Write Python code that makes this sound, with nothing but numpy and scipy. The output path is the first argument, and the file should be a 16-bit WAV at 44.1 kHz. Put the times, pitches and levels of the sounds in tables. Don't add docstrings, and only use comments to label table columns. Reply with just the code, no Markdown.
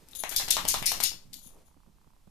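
import sys
import numpy as np
from scipy import signal
from scipy.fft import rfft, irfft, next_fast_len
from scipy.io import wavfile
from scipy.ndimage import map_coordinates

SR = 44100
rng = np.random.default_rng(int(sys.argv[2]) if len(sys.argv) > 2 else 0)


def inscribe(sig):
    pcm = np.round(np.clip(np.atleast_2d(sig).T, -1, 1) * 32767)
    wavfile.write(sys.argv[1], SR, pcm.astype(np.int16))


N = 101429
HIT_SAMPLES = SR // 2

# (frequency [Hz], level [dB])
HUSH_SPECTRUM = [(12, -31), (20, -5), (33, 0), (70, -3), (103, -12), (174, -9.5), (398, -27.5),
                 (470, -35.5), (889, -21), (1830, -36), (2480, -33), (13800, -37), (15000, -54.5)]
TICK_SPECTRUM = [(200, -16), (650, -9), (1000, -0.5), (1350, -6.5), (1900, -19), (5000, -35)]
# (frequency [Hz], left-right [dB])
HUSH_BALANCE = [(30, -5), (100, -11.5), (300, -3), (1000, -13.5), (2500, 3), (8000, -3.5), (14500, 6.5)]
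# (start [s], end [s])
TICK_SPANS = [(1.386, 1.57), (1.684, 1.87), (1.985, 2.17), (2.276, 2.3)]
# (frequency [Hz], T60 [s])
TAIL_DECAY = [(150, 0.18), (800, 0.21), (2500, 0.27), (5500, 0.29), (9000, 0.22), (14000, 0.22)]
# (frequency [Hz], gain [dB])
TAIL_EQ = [(100, 9), (400, -4.5), (1000, 1), (2500, 6.5), (5500, 3), (9000, -1.5), (14000, -6.5)]
# (frequency [Hz], left-right [dB])
TAIL_BALANCE = [(100, -11), (450, -5.5), (750, -12), (1200, 8), (2500, 3), (5000, -2), (9000, 2)]
# (delay [s], gain [dB])
WALL_ECHOES = [(.0047, -7.5), (0.0113, -18.5)]
# (time [s], mattress [dB], bedding [dB])
BODY_MOTION = [(0, -74, -61.5), (.22, -60, -58.5), (.36, -54.5, -53.5), (.6, -51.5, -47), (.85, -49, -50.5),
               (1.02, -51, -50.5), (1.2, -59.5, -64), (1.42, -65.5, -72), (1.54, -60, -67.5),
               (1.62, -68, -68.5), (1.721, -73.5, -75), (2.3, -69, -75.5)]
# (time [s], level [dB], time constant [s])
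MATTRESS_BUMPS = [(0.021, -56, 0.017), (0.402, -49.5, .02), (0.476, -49, 0.02), (0.582, -49.5, 0.046),
                  (0.641, -40, 0.014), (0.761, -46, 0.023), (0.818, -34.5, 0.0076), (1.002, -46, 0.026),
                  (1.137, -52, 0.02), (1.459, -53, 0.019), (1.766, -53, 0.0082), (1.868, -55, 0.0199),
                  (1.953, -60.5, 0.0091), (2.068, -51.5, 0.0066), (2.272, -47, 0.0073)]
# (frequency [Hz], level [dB])
RUMBLE_SPECTRUM = [(15, 4), (35, 8), (60, -8), (95, -5), (130, -6.5), (190, -11), (290, -22.5),
                   (600, -24.5), (2000, -51.5)]
BUMP_SPECTRUM = [(30, -14), (90, -5), (180, -1.5), (300, -10), (600, -21.5), (2000, -50)]
RUSTLE_SPECTRUM = [(100, 5), (400, 3.5), (850, -3.5), (1500, -7.5), (4000, -7.5), (9000, -10),
                   (15000, -12.5)]
BRUSH_SPECTRUM = [(150, -11), (300, 0.5), (420, 5), (850, -4), (1400, -17), (4000, -29), (12000, -40)]
# (time [s], level [dB])
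RING_TAPS = [(0.1336, -35.5), (0.1513, -36), (.158, -35), (0.203, -37)]
# (frequency [Hz], bandwidth [Hz], level [dB])
TAG_MODES = [(3570, 670, -4), (6620, 260, 3.5), (9070, 150, 1.5), (9790, 350, -3), (10730, 130, 11.5),
             (12760, 170, 2.5), (13500, 300, -6)]
# (time [s], level [dB])
TAG_PINGS = [(.189, -32.5), (.198, -28), (1.425, -55), (1.462, -50)]
# (time [s], relative level [dB], rise [s], fall [s])
TAG_SLIDES = [(0.158, -31.5, 0.0022, 0.035), (.2, -37, 0.0077, 0.083), (1.466, -45, .03, 0.04),
              (1.673, -60, 0.013, 0.033)]
# (time [s], level [dB], left-right [dB], 30 dB decay [s],
# lead-in [s], clack [dB], room [dB], jingle [dB])
TAG_CLASHES = [(0.0869, -37.5, 21, 0.0018, 0.00069, 2, -2.5, -9),
               (0.112, -41.5, 7, 0.004, 0.00064, -1, 0, 6.5),
               (.152, -31, 11.5, 0.0055, .002, -11, -9, -1.5),
               (0.2928, -21.5, 22.5, 0.0052, 0.0004, -25.5, -4, 7.5),
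               (0.2953, -27.5, 24, 0.0032, 0.00035, -28, -9, 0),
               (.364, -7.5, 2, 0.0036, 0.0024, -3, 1.5, -2),
               (.5052, -12, 11.5, 0.0041, 0.00044, -2.5, -5, -12),
               (0.5074, -6, 2.5, 0.009, .0005, -4, -4.5, -8.5),
               (0.5118, -12.5, 5.5, 0.006, 0.0011, 5.5, -2.5, -1),
               (.682, -15, 2.5, 0.0061, 0.0046, -5.5, 2.5, 5.5),
               (0.6868, -4, 2, 0.0021, 0.00035, -11, 2, -7),
               (0.8643, -7, 2, 0.0051, 0.0063, -13, -2.5, -5.5),
               (0.8694, -13.5, 4, 0.0028, .001, 8, 2.5, -4.5),
               (.918, -19.5, 13.5, 0.016, 0.0098, -7, -4.5, -4.5),
               (1.006, -25.5, 13.5, 0.032, 0.0026, 6, -9.5, -7),
               (1.0367, -12, 8, 0.017, 0.0086, -0.5, 0, -21),
               (1.3336, -34, 14.5, 0.0069, 0.0037, 8, -7.5, -2.5),
               (1.3414, -28, 6.5, 0.0037, 0.00063, 3, -7, 0.5)]
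# (frequency [Hz], level [dB])
JINGLE_SPECTRUM = [(2000, -33), (5000, -19.5), (6800, 1.5), (8000, -7), (9500, -3.5), (11000, -2.5),
                   (13000, 0.5), (14500, -5.5)]
CLASH_SPECTRUM = [(800, -61), (2500, -28.5), (5000, -1.5), (7500, -3), (10000, 1.5), (12500, 0),
                  (15000, -2.5)]
CLACK_SPECTRUM = [(700, -53), (1800, -18), (2800, -9), (4200, 1), (6000, -3.5), (8000, -8.5),
                  (14000, -37.5)]
# (time [s], level [dB], left-right [dB], crack [dB], room [dB], pop [Hz])
SLAPS_AND_ECHO = [(0.2374, -24, 4.5, -3, -0.5, 739), (0.3126, -40, 2.5, 6, 10.5, 696),
                  (0.3979, -36, 5, 8, 7, 860), (0.4809, -39.5, -3.5, 9, 5, 760),
                  (.485, -36.5, 9.5, 10.5, 2, 730), (0.568, -24, 2.5, 2, 2, 1050),
                  (0.5724, -35, 7, 6.5, -4.5, 1010), (0.6521, -29, 3.5, 2.5, -0.5, 880),
                  (0.742, -26, 0.5, 4.5, 2.5, 930), (0.8262, -36, 5, 8, 2.5, 790),
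                  (0.918, -25, -2, 0.5, -2.5, 814), (1.0027, -28, 3, 5, 0.5, 824),
                  (1.117, -46, 1, -2, 2, 784)]
# (frequency [Hz], level [dB])
POP_SPECTRUM = [(80, -23.5), (280, -14.5), (480, -5.5), (700, -3.5), (900, 1.5), (1150, -3), (1500, -13.5),
                (2500, -14), (6000, -26.5)]
CRACK_SPECTRUM = [(500, -13.5), (1500, -8.5), (2500, -2.5), (3900, 1.5), (6000, -6), (10000, -7.5),
                  (15000, -7.5)]
# (frequency [Hz], gain [dB])
CLASH_RIGHT_EQ = [(2000, 7.5), (4000, -2), (7000, -2.5), (10000, -3.5), (14000, -19.5)]
EAR_RIGHT_EQ = [(700, -1.5), (2500, 0.5), (7000, -6.5), (14000, -22.5)]


def amp(db):
    return 10 ** (np.asarray(db) / 20)


def unit_rms(x):
    return x / np.sqrt(np.mean(x ** 2) + 1e-20)


def decay(t, t60_s):
    return amp(-60 * t / t60_s)


def along(points, hz):
    knots_hz, values = np.transpose(points)
    return np.interp(np.log(hz + 1), np.log(knots_hz + 1), values)


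def pan(db):
    gains = np.array([amp(db / 2), amp(-db / 2)]).reshape(2, -1)
    return gains / np.sqrt(np.mean(gains ** 2, axis=0))


def filtered(x, response):
    n = x.shape[-1]
    size = next_fast_len(n + SR // 4)
    return irfft(rfft(x, size) * response(np.fft.rfftfreq(size, 1 / SR)), size)[..., :n]


def coloured(x, spectrum):
    size = 2048
    cepstrum = irfft(np.log(amp(along(spectrum, np.fft.rfftfreq(size, 1 / SR)))))
    cepstrum[1:size // 2] *= 2
    cepstrum[size // 2 + 1:] = 0
    kernel = irfft(np.exp(rfft(cepstrum)))
    return signal.fftconvolve(x, kernel[None] / np.linalg.norm(kernel), axes=1)[:, :x.shape[1]]


def wobble(rate_hz, n=N):
    knots = rng.standard_normal(int(n * rate_hz / SR) + 4)
    return map_coordinates(knots, [np.arange(n) * rate_hz / SR])


def add(out, at_s, x):
    start = max(0, round(at_s * SR))
    out[:, start:start + x.shape[1]] += x[:, :out.shape[1] - start]


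def click(spectrum):
    return coloured(signal.unit_impulse(HIT_SAMPLES)[None], spectrum)


def stereo_noise(spectrum, spread):
    return unit_rms(coloured(rng.standard_normal(N) + spread * rng.standard_normal((2, N)), spectrum))


def burst(envelope, spectrum, coherence):
    common = np.sqrt(coherence) * rng.standard_normal(HIT_SAMPLES)
    separate = np.sqrt(1 - coherence) * rng.standard_normal((2, HIT_SAMPLES))
    x = coloured((common + separate) * envelope, spectrum)
    return x * np.linalg.norm(envelope) / np.linalg.norm(x, axis=1, keepdims=True)


def bedroom(x, wet_db):
    build_s = 0.007
    hz, t, bands = signal.stft(rng.standard_normal((2, HIT_SAMPLES)), SR, nperseg=256)
    bands = bands * decay(t, along(TAIL_DECAY, hz)[:, None])
    tail = signal.istft(bands, SR, nperseg=256)[1][:, :HIT_SAMPLES]
    tail *= 1 - np.exp(-np.arange(HIT_SAMPLES) / SR / build_s)
    tail /= np.linalg.norm(tail[0])
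    tail = filtered(tail, lambda f: amp(along(TAIL_EQ, f) + np.outer([.5, -.5], along(TAIL_BALANCE, f))))
    for delay_s, db in WALL_ECHOES:
        lags = (SR * delay_s * rng.uniform(0.92, 1.08, 2)).astype(int)
        tail[[0, 1], lags] += amp(db)
    return x + amp(wet_db) * signal.fftconvolve(x, tail, axes=1)[:, :HIT_SAMPLES]


def background():
    tick_gap_s = 0.03
    hush = stereo_noise(HUSH_SPECTRUM, spread=0.95)
    out = amp(-64) * filtered(hush, lambda hz: pan(along(HUSH_BALANCE, hz)))
    tick = amp(-42.5) * pan(-36) * click(TICK_SPECTRUM)
    for start_s, end_s in TICK_SPANS:
        for at_s in np.arange(start_s, end_s, tick_gap_s):
            add(out, at_s, tick)
    return out


def bed():
    swing_hz, brush_s, brush_width_s = 10, 1.555, 0.08
    t = np.arange(N) / SR
    times_s, *levels_db = np.transpose(BODY_MOTION)
    mattress, bedding = [amp(np.interp(t, times_s, db)) for db in levels_db]
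    rumble = mattress * amp(3 * wobble(25)) * stereo_noise(RUMBLE_SPECTRUM, spread=1) * pan(-8.5)
    air = mattress * amp(9) * np.sin(2 * np.pi * swing_hz * t + 0.5 * wobble(6.5))
    rustle = bedding * amp(1.54 * wobble(70)) * stereo_noise(RUSTLE_SPECTRUM, spread=1)
    swell = np.exp(-((t - brush_s) / brush_width_s) ** 2 / 2)
    brush = amp(-67 + 2.5 * wobble(39)) * swell * stereo_noise(BRUSH_SPECTRUM, spread=0.71)
    return rumble + air + rustle + brush


def mattress_bumps():
    out, t = np.zeros((2, N)), np.arange(HIT_SAMPLES) / SR
    for at_s, db, tau_s in MATTRESS_BUMPS:
        add(out, at_s, amp(db) * pan(-18) * burst(np.exp(-t / tau_s), BUMP_SPECTRUM, coherence=0.82))
    return out


def mattress_creak():
    start_s, end_s, gap_s, scatter_s = 1.24, 1.395, 0.013, 0.003
    centre_hz, attack_s = 175, 0.003
    out, t = np.zeros((2, N)), np.arange(HIT_SAMPLES) / SR
    envelope = decay(t, t60_s=0.04) * (1 - np.exp(-t / attack_s))
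    for at_s in np.arange(start_s, end_s, gap_s):
        timing, pitch, size = rng.standard_normal(3)
        slip = np.sin(2 * np.pi * centre_hz * np.exp(0.2 * pitch) * t) * envelope
        add(out, at_s + scatter_s * timing, amp(-46 + 1.8 * size) * pan(-21) * slip)
    return out


def ring_taps():
    out, t = np.zeros((2, N)), np.arange(HIT_SAMPLES) / SR
    for at_s, db in RING_TAPS:
        hz = 3710 * (1 + 0.016 * rng.standard_normal())
        note = np.sin(2 * np.pi * hz * t) * decay(t, t60_s=0.0099)
        add(out, at_s, bedroom(amp(db) * pan(16) * note, wet_db=-13))
    return out


def tag_pings():
    out, t = np.zeros((2, N)), np.arange(HIT_SAMPLES) / SR
    hz, width_hz, mode_db = np.transpose(TAG_MODES)[:, :, None]
    attack_s, t60_s = 0.0018, 0.11 * width_hz.min() / width_hz
    for at_s, db in TAG_PINGS:
        gains = amp(mode_db + 2 * rng.standard_normal(mode_db.shape) - mode_db.max())
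        phase = 2 * np.pi * (hz * t + rng.random(hz.shape))
        phase += 0.5 * np.array([wobble(120, HIT_SAMPLES) for _ in TAG_MODES])
        ring = np.sum(gains * np.sin(phase) * decay(t, t60_s), axis=0)
        add(out, at_s, amp(db) * pan(22.5) * ring * (1 - np.exp(-t / attack_s)))
    return out


def tag_response(hz):
    return sum((-1) ** k * amp(db) * 1j * hz * width_hz / (mode_hz ** 2 - hz ** 2 + 1j * hz * width_hz)
               for k, (mode_hz, width_hz, db) in enumerate(TAG_MODES))


def fine_contacts():
    return rng.standard_normal((2, N)) * amp(3 * wobble(700))


def tag_jingle_and_slide():
    t = np.arange(N) / SR
    jingle_power, slide_power = np.zeros((2, N))
    for at_s, db, *_, jingle_db in TAG_CLASHES:
        jingle_power += (t > at_s) * (amp(db + jingle_db - 21) * decay(np.abs(t - at_s), t60_s=0.5)) ** 2
    for at_s, db, rise_s, fall_s in TAG_SLIDES:
        envelope = np.exp(-np.where(t < at_s, ((t - at_s) / rise_s) ** 2 / 2, (t - at_s) / fall_s))
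        slide_power += (amp(db - 5.5) * envelope) ** 2
    jingle = unit_rms(coloured(fine_contacts(), JINGLE_SPECTRUM))
    ring = unit_rms(filtered(fine_contacts(), tag_response))
    fizz = 0.6 * unit_rms(coloured(fine_contacts(), JINGLE_SPECTRUM))
    return pan(22.5) * (np.sqrt(jingle_power) * jingle + np.sqrt(slide_power) * (ring + fizz))


def tag_clashes():
    lead_db, grain_db = -13, 0.5
    out, t = np.zeros((2, N)), np.arange(HIT_SAMPLES) / SR
    for at_s, db, pan_db, fall_s, lead_s, clack_db, wet_db, _ in TAG_CLASHES:
        envelope = np.where(t < lead_s, amp(lead_db), decay(np.abs(t - lead_s), t60_s=2 * fall_s))
        contacts = envelope * amp(grain_db * wobble(1233, HIT_SAMPLES))
        contacts *= np.linalg.norm(envelope) / np.linalg.norm(contacts)
        bright = burst(contacts, CLASH_SPECTRUM, coherence=0.239)
        clack = amp(clack_db - 8) * burst(contacts, CLACK_SPECTRUM, coherence=0.45)
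        add(out, at_s - lead_s, amp(db - 1.5) * pan(pan_db) * bedroom(bright + clack, wet_db))
    return filtered(out, lambda hz: amp(np.outer([0, 1], along(CLASH_RIGHT_EQ, hz))))


def ear_slaps_and_echo():
    spectrum_peak_hz = 900
    out, t = np.zeros((2, N)), np.arange(HIT_SAMPLES) / SR
    landing = decay(t, t60_s=0.0066)
    for at_s, db, pan_db, crack_db, wet_db, pop_hz in SLAPS_AND_ECHO:
        hollow = np.array(POP_SPECTRUM) * [pop_hz / spectrum_peak_hz, 1]
        tip = np.linalg.norm(landing) * click(hollow)
        fold = amp(-5.5) * burst(landing, hollow, coherence=0.64)
        crack = burst(decay(t, t60_s=0.007), CRACK_SPECTRUM, coherence=0.28)
        pop = bedroom(pan(pan_db) * (tip + fold), wet_db)
        crack = bedroom(pan(pan_db + 4) * crack, wet_db - 5)
        add(out, at_s, amp(db + 3) * (pop + amp(crack_db + 2.5) * crack))
    return filtered(out, lambda hz: amp(np.outer([0, 1], along(EAR_RIGHT_EQ, hz))))


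def scene():
    dog = ear_slaps_and_echo() + tag_clashes() + tag_jingle_and_slide() + tag_pings() + ring_taps()
    return dog + bed() + mattress_bumps() + mattress_creak() + background()


def record(dry):
    cutoff_hz = 14450
    return filtered(dry, lambda hz: 1 / (1 + (hz / cutoff_hz) ** 140))


dry = scene()
out = record(dry)
inscribe(out)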